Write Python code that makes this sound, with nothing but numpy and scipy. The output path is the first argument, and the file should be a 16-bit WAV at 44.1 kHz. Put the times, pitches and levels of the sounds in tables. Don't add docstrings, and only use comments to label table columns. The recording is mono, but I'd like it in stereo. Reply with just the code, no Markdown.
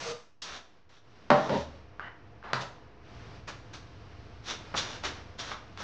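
import sys
import numpy as np
from scipy import signal
from scipy.fft import rfft, irfft, next_fast_len
from scipy.io import wavfile
from scipy.ndimage import map_coordinates

SR = 44100
rng = np.random.default_rng(int(sys.argv[2]) if len(sys.argv) > 2 else 0)


def persist_wave(psi):
    counts = np.round(np.clip(psi, -1, 1) * 32767).astype(np.int16)
    wavfile.write(sys.argv[1], SR, np.atleast_2d(counts).T)


N = 257103
T = np.arange(N) / SR


def amp(db):
    return 10 ** (np.asarray(db) / 20)


def unit(x):
    return x / np.sqrt(np.mean(x ** 2) + 1e-20)


def along(points, hz):
    freqs, values = np.transpose(points)
    return np.interp(np.log(hz + 1), np.log(freqs + 1), values)


def gain_at(points, t):
    return amp(np.interp(t, *np.transpose(points)))


def above(hz, edge_hz):
    return hz ** 4 / (hz ** 4 + edge_hz ** 4)


def bump(hz, centre_hz, width_hz, db):
    return db / (1 + ((hz - centre_hz) / width_hz) ** 2)


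def gate(t, length, edge):
    return (1 - np.exp(-t / edge)) * np.exp(-np.maximum(t - length, 0) / edge)


def add(track, start, x):
    part = track[..., max(round(start * SR), 0):][..., :x.shape[-1]]
    part += x[..., :part.shape[-1]]


def coloured(x, shape):
    size = 4096
    cepstrum = irfft(np.log(amp(shape(np.fft.rfftfreq(size, 1 / SR))) + 1e-6))
    response = irfft(np.exp(rfft(2 * cepstrum[:size // 2], size) - cepstrum[0]))
    filtered = signal.oaconvolve(np.atleast_2d(x), response[None], axes=1)
    return filtered[:, :x.shape[-1]].reshape(x.shape)


def grains(t, rate, spread_db, smooth):
    slips = (rng.random(len(t)) < rate / SR) * rng.choice([-1, 1], len(t))
    sizes = amp(spread_db * rng.standard_normal(len(t)))
    return unit(slips * sizes) + smooth * rng.standard_normal(len(t))


def spread(pair, side_db):
    return pair[0] + amp(side_db) * np.array([pair[1], -pair[1]])


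def stereo_noise(spectrum, side_db):
    pair = coloured(rng.standard_normal((2, N)), lambda hz: along(spectrum, hz))
    return spread(unit(pair), side_db)


# frequency in Hz, t60 in seconds.
TILE_DECAY = [(120, 0.59), (600, 0.51), (2000, 0.43), (5000, 0.4), (9000, 0.43)]


def room(x, wet_db, left_db):
    hz, t, bands = signal.stft(rng.standard_normal((2, SR // 2)), SR, nperseg=256)
    bands[1] *= amp(-5 * (1 - above(hz, 900)))[:, None]
    decay = amp(-60 * t / along(TILE_DECAY, hz)[:, None])
    tail = signal.istft(bands * decay, SR, nperseg=256)[1]
    tail *= np.clip((T[:tail.shape[1]] - 0.004) / 0.0023, 0, 1)
    response = amp(wet_db) * spread(tail / np.linalg.norm(tail[0]), side_db=-2.5)
    response[:, 0] += 1
    balance = amp([[left_db / 2], [-left_db / 2]])
    return balance * signal.fftconvolve(x[None], response, axes=1) / np.hypot(1, amp(wet_db))


# frequency in Hz, relative level in dB.
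RUMBLE_SPECTRUM = [(20, -20), (50, -5), (85, -2), (115, -1), (170, -16.5), (400, -38), (1000, -83.5)]
# time in seconds, level in dB.
RUMBLE_SWELL = [(0, -76), (.8, -70), (1.6, -54), (3.0, -57), (3.15, -49.5), (5.83, -53)]


def rumble():
    return gain_at(RUMBLE_SWELL, T) * stereo_noise(RUMBLE_SPECTRUM, side_db=-14)


def fade_in():
    return amp(-20.5 * np.maximum(1 - T / 1.97, 0))


# frequency in Hz, level in dB once faded in.
HUM_LINES = [(306.8, -68), (425.3, -71), (500.6, -69.5), (699.8, -69.5)]


def hum():
    return fade_in() * sum(amp(db) * np.sqrt(2) * np.sin(2 * np.pi * (hz * T + rng.random()))
                           for hz, db in HUM_LINES)


# frequency in Hz, relative level in dB.
BODY_SPECTRUM = [(88, -30), (150, -1.5), (493, -5), (539, -9), (684, -6), (737, -9.5), (1110, -9),
                 (3000, -21), (3900, -51.5), (6600, -120)]
HISS_SPECTRUM = [(1500, -2.5), (2300, -4.5), (3000, -5), (5700, -9), (7300, -25.5), (10000, -45.5),
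                 (12000, -72.5)]
# start in seconds, length in seconds, hiss level in dB.
RUSTLE_SWELLS = [(.55, 0.23, -69), (1.014, 0.77, -62), (2.55, 0.29, -68.5), (3.012, 0.35, -56.5),
                 (3.42, 2.9, -62), (4.51, 0.68, -54.5)]
AIR_BODY_DB, AIR_HISS_DB = -58.5, -69


def air_and_rustle():
    rustle = np.sqrt(sum((amp(db) * gate(np.maximum(T - start, 0), length, edge=0.081)) ** 2
                         for start, length, db in RUSTLE_SWELLS))
    body_gain = np.hypot(amp(AIR_BODY_DB) * fade_in(), amp(2.5) * rustle)
    hiss_gain = np.hypot(amp(AIR_HISS_DB) * fade_in(), rustle)
    body = body_gain * stereo_noise(BODY_SPECTRUM, side_db=-13.5)
    hiss = hiss_gain * stereo_noise(HISS_SPECTRUM, side_db=-10.5)
    return body + hiss


# start in seconds, level in dB, pitch in Hz, t60 in seconds.
FLOOR_THUDS = [(1.055, -48.5, 123, 0.17), (1.31, -19, 139, 0.17), (1.559, -38.5, 75.3, 0.94),
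               (2.536, -31, 128.5, 0.31), (5.059, -40.5, 79.1, 0.82)]


def floor_thuds():
    out, t = np.zeros(N), T[:SR]
    onset = 1 - np.exp(-t / 0.013)
    for start, db, hz, t60 in FLOOR_THUDS:
        add(out, start, onset * amp(db - 60 * t / t60) * np.sin(2 * np.pi * hz * t))
    return out


# frequency in Hz, relative level in dB.
JET_SPECTRUM = [(60, -9), (120, 4.5), (200, -5.5), (500, -0.5), (1300, -0.5), (2200, -4.5), (6200, -6),
                (7500, -18), (10000, -41.5)]
# frequency in Hz, level in dB.
HOOT_MODES = [(473, -38), (626, -47.5), (1203, -49.5)]
HOOT_START_S, HOOT_HOLD_S, HOOT_RISE_S, HOOT_T60_S = 0.05, 0.076, 0.014, 0.23


def spray():
    out, t = np.zeros((2, N)), T[:SR // 2]
    jet = unit(coloured(rng.standard_normal(len(t)), lambda hz: along(JET_SPECTRUM, hz)))
    squirt = amp(-39) * gate(t, length=0.12, edge=0.002) * jet
    add(out, 0, room(squirt, wet_db=-4.5, left_db=1))
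    swell = (1 - np.exp(-t / HOOT_RISE_S)) * amp(-60 * np.maximum(t - HOOT_HOLD_S, 0) / HOOT_T60_S)
    for hz, db in HOOT_MODES:
        flutter = unit(coloured(rng.standard_normal(len(t)), lambda f: -60 * above(f, 60)))
        note = np.sqrt(2) * np.sin(2 * np.pi * hz * t + 0.6 * flutter)
        add(out, HOOT_START_S, amp(db) * swell * note)
    return out


# frequency in Hz, relative level in dB.
MORTAR_SPECTRUM = [(100, -3), (350, -2.5), (1300, 0), (2400, -4.5), (4500, -7.5), (6800, -14), (8000, -30),
                   (10000, -44)]
# centre in Hz, full width in Hz, relative lift in dB.
RIM_MODES = [(1490, 580, 2.5), (3610, 800, 5.5), (5750, 700, 6)]
# start, rise and drag
# length in seconds, bite level in dB, treble grit in dB, weight of the rim's ring in the bite.
GRITTY_SCRAPES = [(0.418, 0.0024, 0.15, -35.5, 17.5, .7), (0.89, 0.0033, .09, -59.5, 0, 0.43),
                  (1.321, 0.05, 0.3, -45.5, -0.5, .1), (2.584, 0.03, 0.02, -42, 7, 0.21),
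                  (3.468, 0.015, 0.0069, -36.5, -1.5, 0.17), (3.726, 0.012, 0.023, -44, 6, 0.23),
                  (4.419, 0.087, 0.11, -33.5, 4.5, 1.23), (4.744, .035, 0.21, -26.5, 10.5, 1.08),
                  (5.025, 0.027, 0.034, -29, 0, 1.05), (5.375, 0.024, 0.15, -35, 5, 0.96),
                  (5.757, 0.05, 0.16, -38.5, -4, 0.67)]
BITE_FADE_S = 0.067
DRAG_MAX_DB, DRAG_UNEVEN_DB, DRAG_UNEVEN_HZ, DRAG_EDGE_S = -43, 0.5, 25, 0.025


def sand(t, grit_db, ring):
    rim = lambda hz: sum(bump(hz, centre, width / 2, db) for centre, width, db in RIM_MODES)
    colour = lambda hz: along(MORTAR_SPECTRUM, hz) + grit_db * above(hz, 2500) + ring * rim(hz)
    return unit(coloured(grains(t, rate=3000, spread_db=3, smooth=0.95), colour))


def scraping():
    out, t = np.zeros((2, N)), T[:SR // 2]
    for start, rise, length, db, grit_db, ring in GRITTY_SCRAPES:
        bite = amp(db - 20 * np.maximum(t - rise, 0) / BITE_FADE_S) * sand(t, grit_db, ring)
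        uneven = map_coordinates(rng.standard_normal(64), [t * DRAG_UNEVEN_HZ], mode="mirror")
        drag_gain = amp(min(DRAG_MAX_DB, db) + DRAG_UNEVEN_DB * uneven) * gate(t, length, DRAG_EDGE_S)
        drag = drag_gain * sand(t, grit_db=0.5, ring=1.14)
        onset = np.minimum(t / rise, 1) ** 2
        add(out, start, room(onset * (bite + drag), wet_db=-7, left_db=0.7))
    return out


# frequency in Hz, relative level in dB.
PLASTIC_SPECTRUM = [(60, -33), (140, -3.5), (350, -9.5), (600, -6.5), (1100, -2.5), (2300, -16.5),
                    (4700, -22.5), (7000, -37.5), (10000, -65.5)]
# start in seconds, drive level in dB, bass thud in dB,
# t60 of the chatter in seconds.
PLASTIC_TAPS = [(1.303, 28, -0.5, 0.019), (1.314, 22.5, 8.5, 0.028), (1.495, 13.5, 1, 0.015),
                (2.5328, 23, -4.5, .012), (2.623, 2, -1, 0.0064), (3.479, -8, 6.5, 0.0067),
                (4.741, 18.5, -4, 0.042), (5.038, 9, -5, 0.0079), (5.515, 14.5, -12, .026),
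                (5.775, 5, -21, 0.0094)]
SNAP_DB, SNAP_T60_S, SNAP_LOSS_DB = 3.5, 0.011, 7.5


def taps():
    out, t = np.zeros((2, N)), T[:SR // 10]
    for start, db, thud_db, t60 in PLASTIC_TAPS:
        chatter = rng.standard_normal(len(t)) * amp(-60 * t / t60) * (1 - np.exp(-6 * t / t60))
        push = 0.0067 / t60 * (t == 0)
        force = chatter / np.linalg.norm(chatter) + push
        force = irfft(np.exp(1j * np.angle(rfft(force))))
        force *= amp(-20 * t / t60)
        snap_db = SNAP_DB - SNAP_LOSS_DB * np.log2(t60 / SNAP_T60_S)
        body = lambda hz: (along(PLASTIC_SPECTRUM, hz) + thud_db * (1 - above(hz, 910))
                           + snap_db * above(hz, 2800))
        tap = amp(db) * coloured(force / np.linalg.norm(force), body)
        add(out, start, room(tap, wet_db=-0.5, left_db=2.5))
    return out


# start and length in seconds, level in dB, resonance in Hz,
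# its lift in dB, energy of the pop in dB.
SKIN_RUBS = [(2.003, 0.0815, -46, 1904, 17, -7), (2.435, 0.13, -44, 1250, -1.5, -20.5)]
POP_LEAD_S = 0.007


def rubbing():
    out, t = np.zeros((2, N)), T[:SR // 4]
    dull = lambda hz: along(PLASTIC_SPECTRUM, hz) - 9 * above(hz, 2900) - 6 * (1 - above(hz, 1000))
    pop = coloured(1.0 * (t == 0), lambda hz: dull(hz) + bump(hz, centre_hz=1560, width_hz=240, db=14.5))
    pop /= np.linalg.norm(pop)
    for start, length, db, centre_hz, ring_db, pop_db in SKIN_RUBS:
        hollow = lambda hz: (bump(hz, centre_hz, 150, ring_db)
                             + bump(hz, 1.54 * centre_hz, 220, 0.84 * ring_db))
        slips = grains(t, rate=1600, spread_db=1.5, smooth=1)
        skin = unit(coloured(slips, lambda hz: dull(hz) + hollow(hz)))
        add(out, start - POP_LEAD_S, room(amp(pop_db) * pop, wet_db=1, left_db=1))
        add(out, start, room(amp(db) * skin * gate(t, length, edge=0.0019), wet_db=-4.5, left_db=3))
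    return out


# frequency in Hz, relative level in dB,
# t60 in seconds before the cap at max_t60.
RING_TONES = [(142.7, -19, 0.57), (235.3, -1, 0.29), (589, 1.5, 0.69), (635, -9, 0.99), (680, -15.5, 0.56),
              (774, -2, 0.84), (933, -2.5, 0.18), (930, -19, 0.81), (1030, -12.5, 1.2), (1070, -17.5, 0.17),
              (1250, -37.5, 5.0), (1370, -16.5, 0.14), (1590, -30.5, 2.3), (1784, -25, 0.49),
              (1786, -8.5, 0.14), (1860, -12.5, 0.3)]


def hollow_ring(max_t60):
    t = T[:SR // 2]
    ring = np.zeros(len(t))
    for hz, db, t60 in RING_TONES:
        decay = amp(db + rng.normal(0, 1) - 60 * t / min(t60, max_t60))
        ring += decay * np.sin(2 * np.pi * (hz * t + rng.random()))
    ring *= 1 - np.exp(-t / 0.002)
    return ring / np.linalg.norm(ring)


# frequency in Hz, relative level in dB.
SOCKET_SPECTRUM = [(29, -36), (50, -24), (107, -15), (139, 5), (173, -4), (210, -1), (338, -11), (377, -5),
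                   (449, -6.5), (570, 1.5), (708, -15), (939, -3), (1170, -24), (4490, -31), (9000, -63.5),
                   (11700, -81), (19800, -120)]
# time in seconds, level in dB.
PUSH_SWELL = [(1.47, -46), (1.495, -32), (1.54, -25.5), (1.575, -30), (1.62, -39.5), (1.68, -67)]


def seating():
    out, t = np.zeros((2, N)), T[:SR // 4]
    knock_start, push_start = PLASTIC_TAPS[0][0], PUSH_SWELL[0][0]
    add(out, knock_start, room(amp(14.5) * hollow_ring(max_t60=0.47), wet_db=-7, left_db=3))
    slips = grains(t, rate=320, spread_db=0.5, smooth=0.82)
    groan = unit(signal.fftconvolve(slips, hollow_ring(max_t60=0.28))[:len(t)])
    rasp = unit(coloured(slips, lambda hz: along(SOCKET_SPECTRUM, hz)))
    judder = gain_at(PUSH_SWELL, push_start + t) * (rasp + amp(-9) * groan)
    add(out, push_start, room(judder, wet_db=-12.5, left_db=2.5))
    return out


def scene():
    close_work = spray() + seating() + taps() + scraping() + rubbing()
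    return close_work + floor_thuds() + rumble() + air_and_rustle() + hum()


def record(dry):
    top_hz, dc_offset = 9900, 0.0014
    size = next_fast_len(N + SR // 2)
    passband = np.fft.rfftfreq(size, 1 / SR) < top_hz
    return irfft(rfft(dry, size) * passband, size)[:, :N] + dc_offset


dry = scene()
out = record(dry)
persist_wave(out)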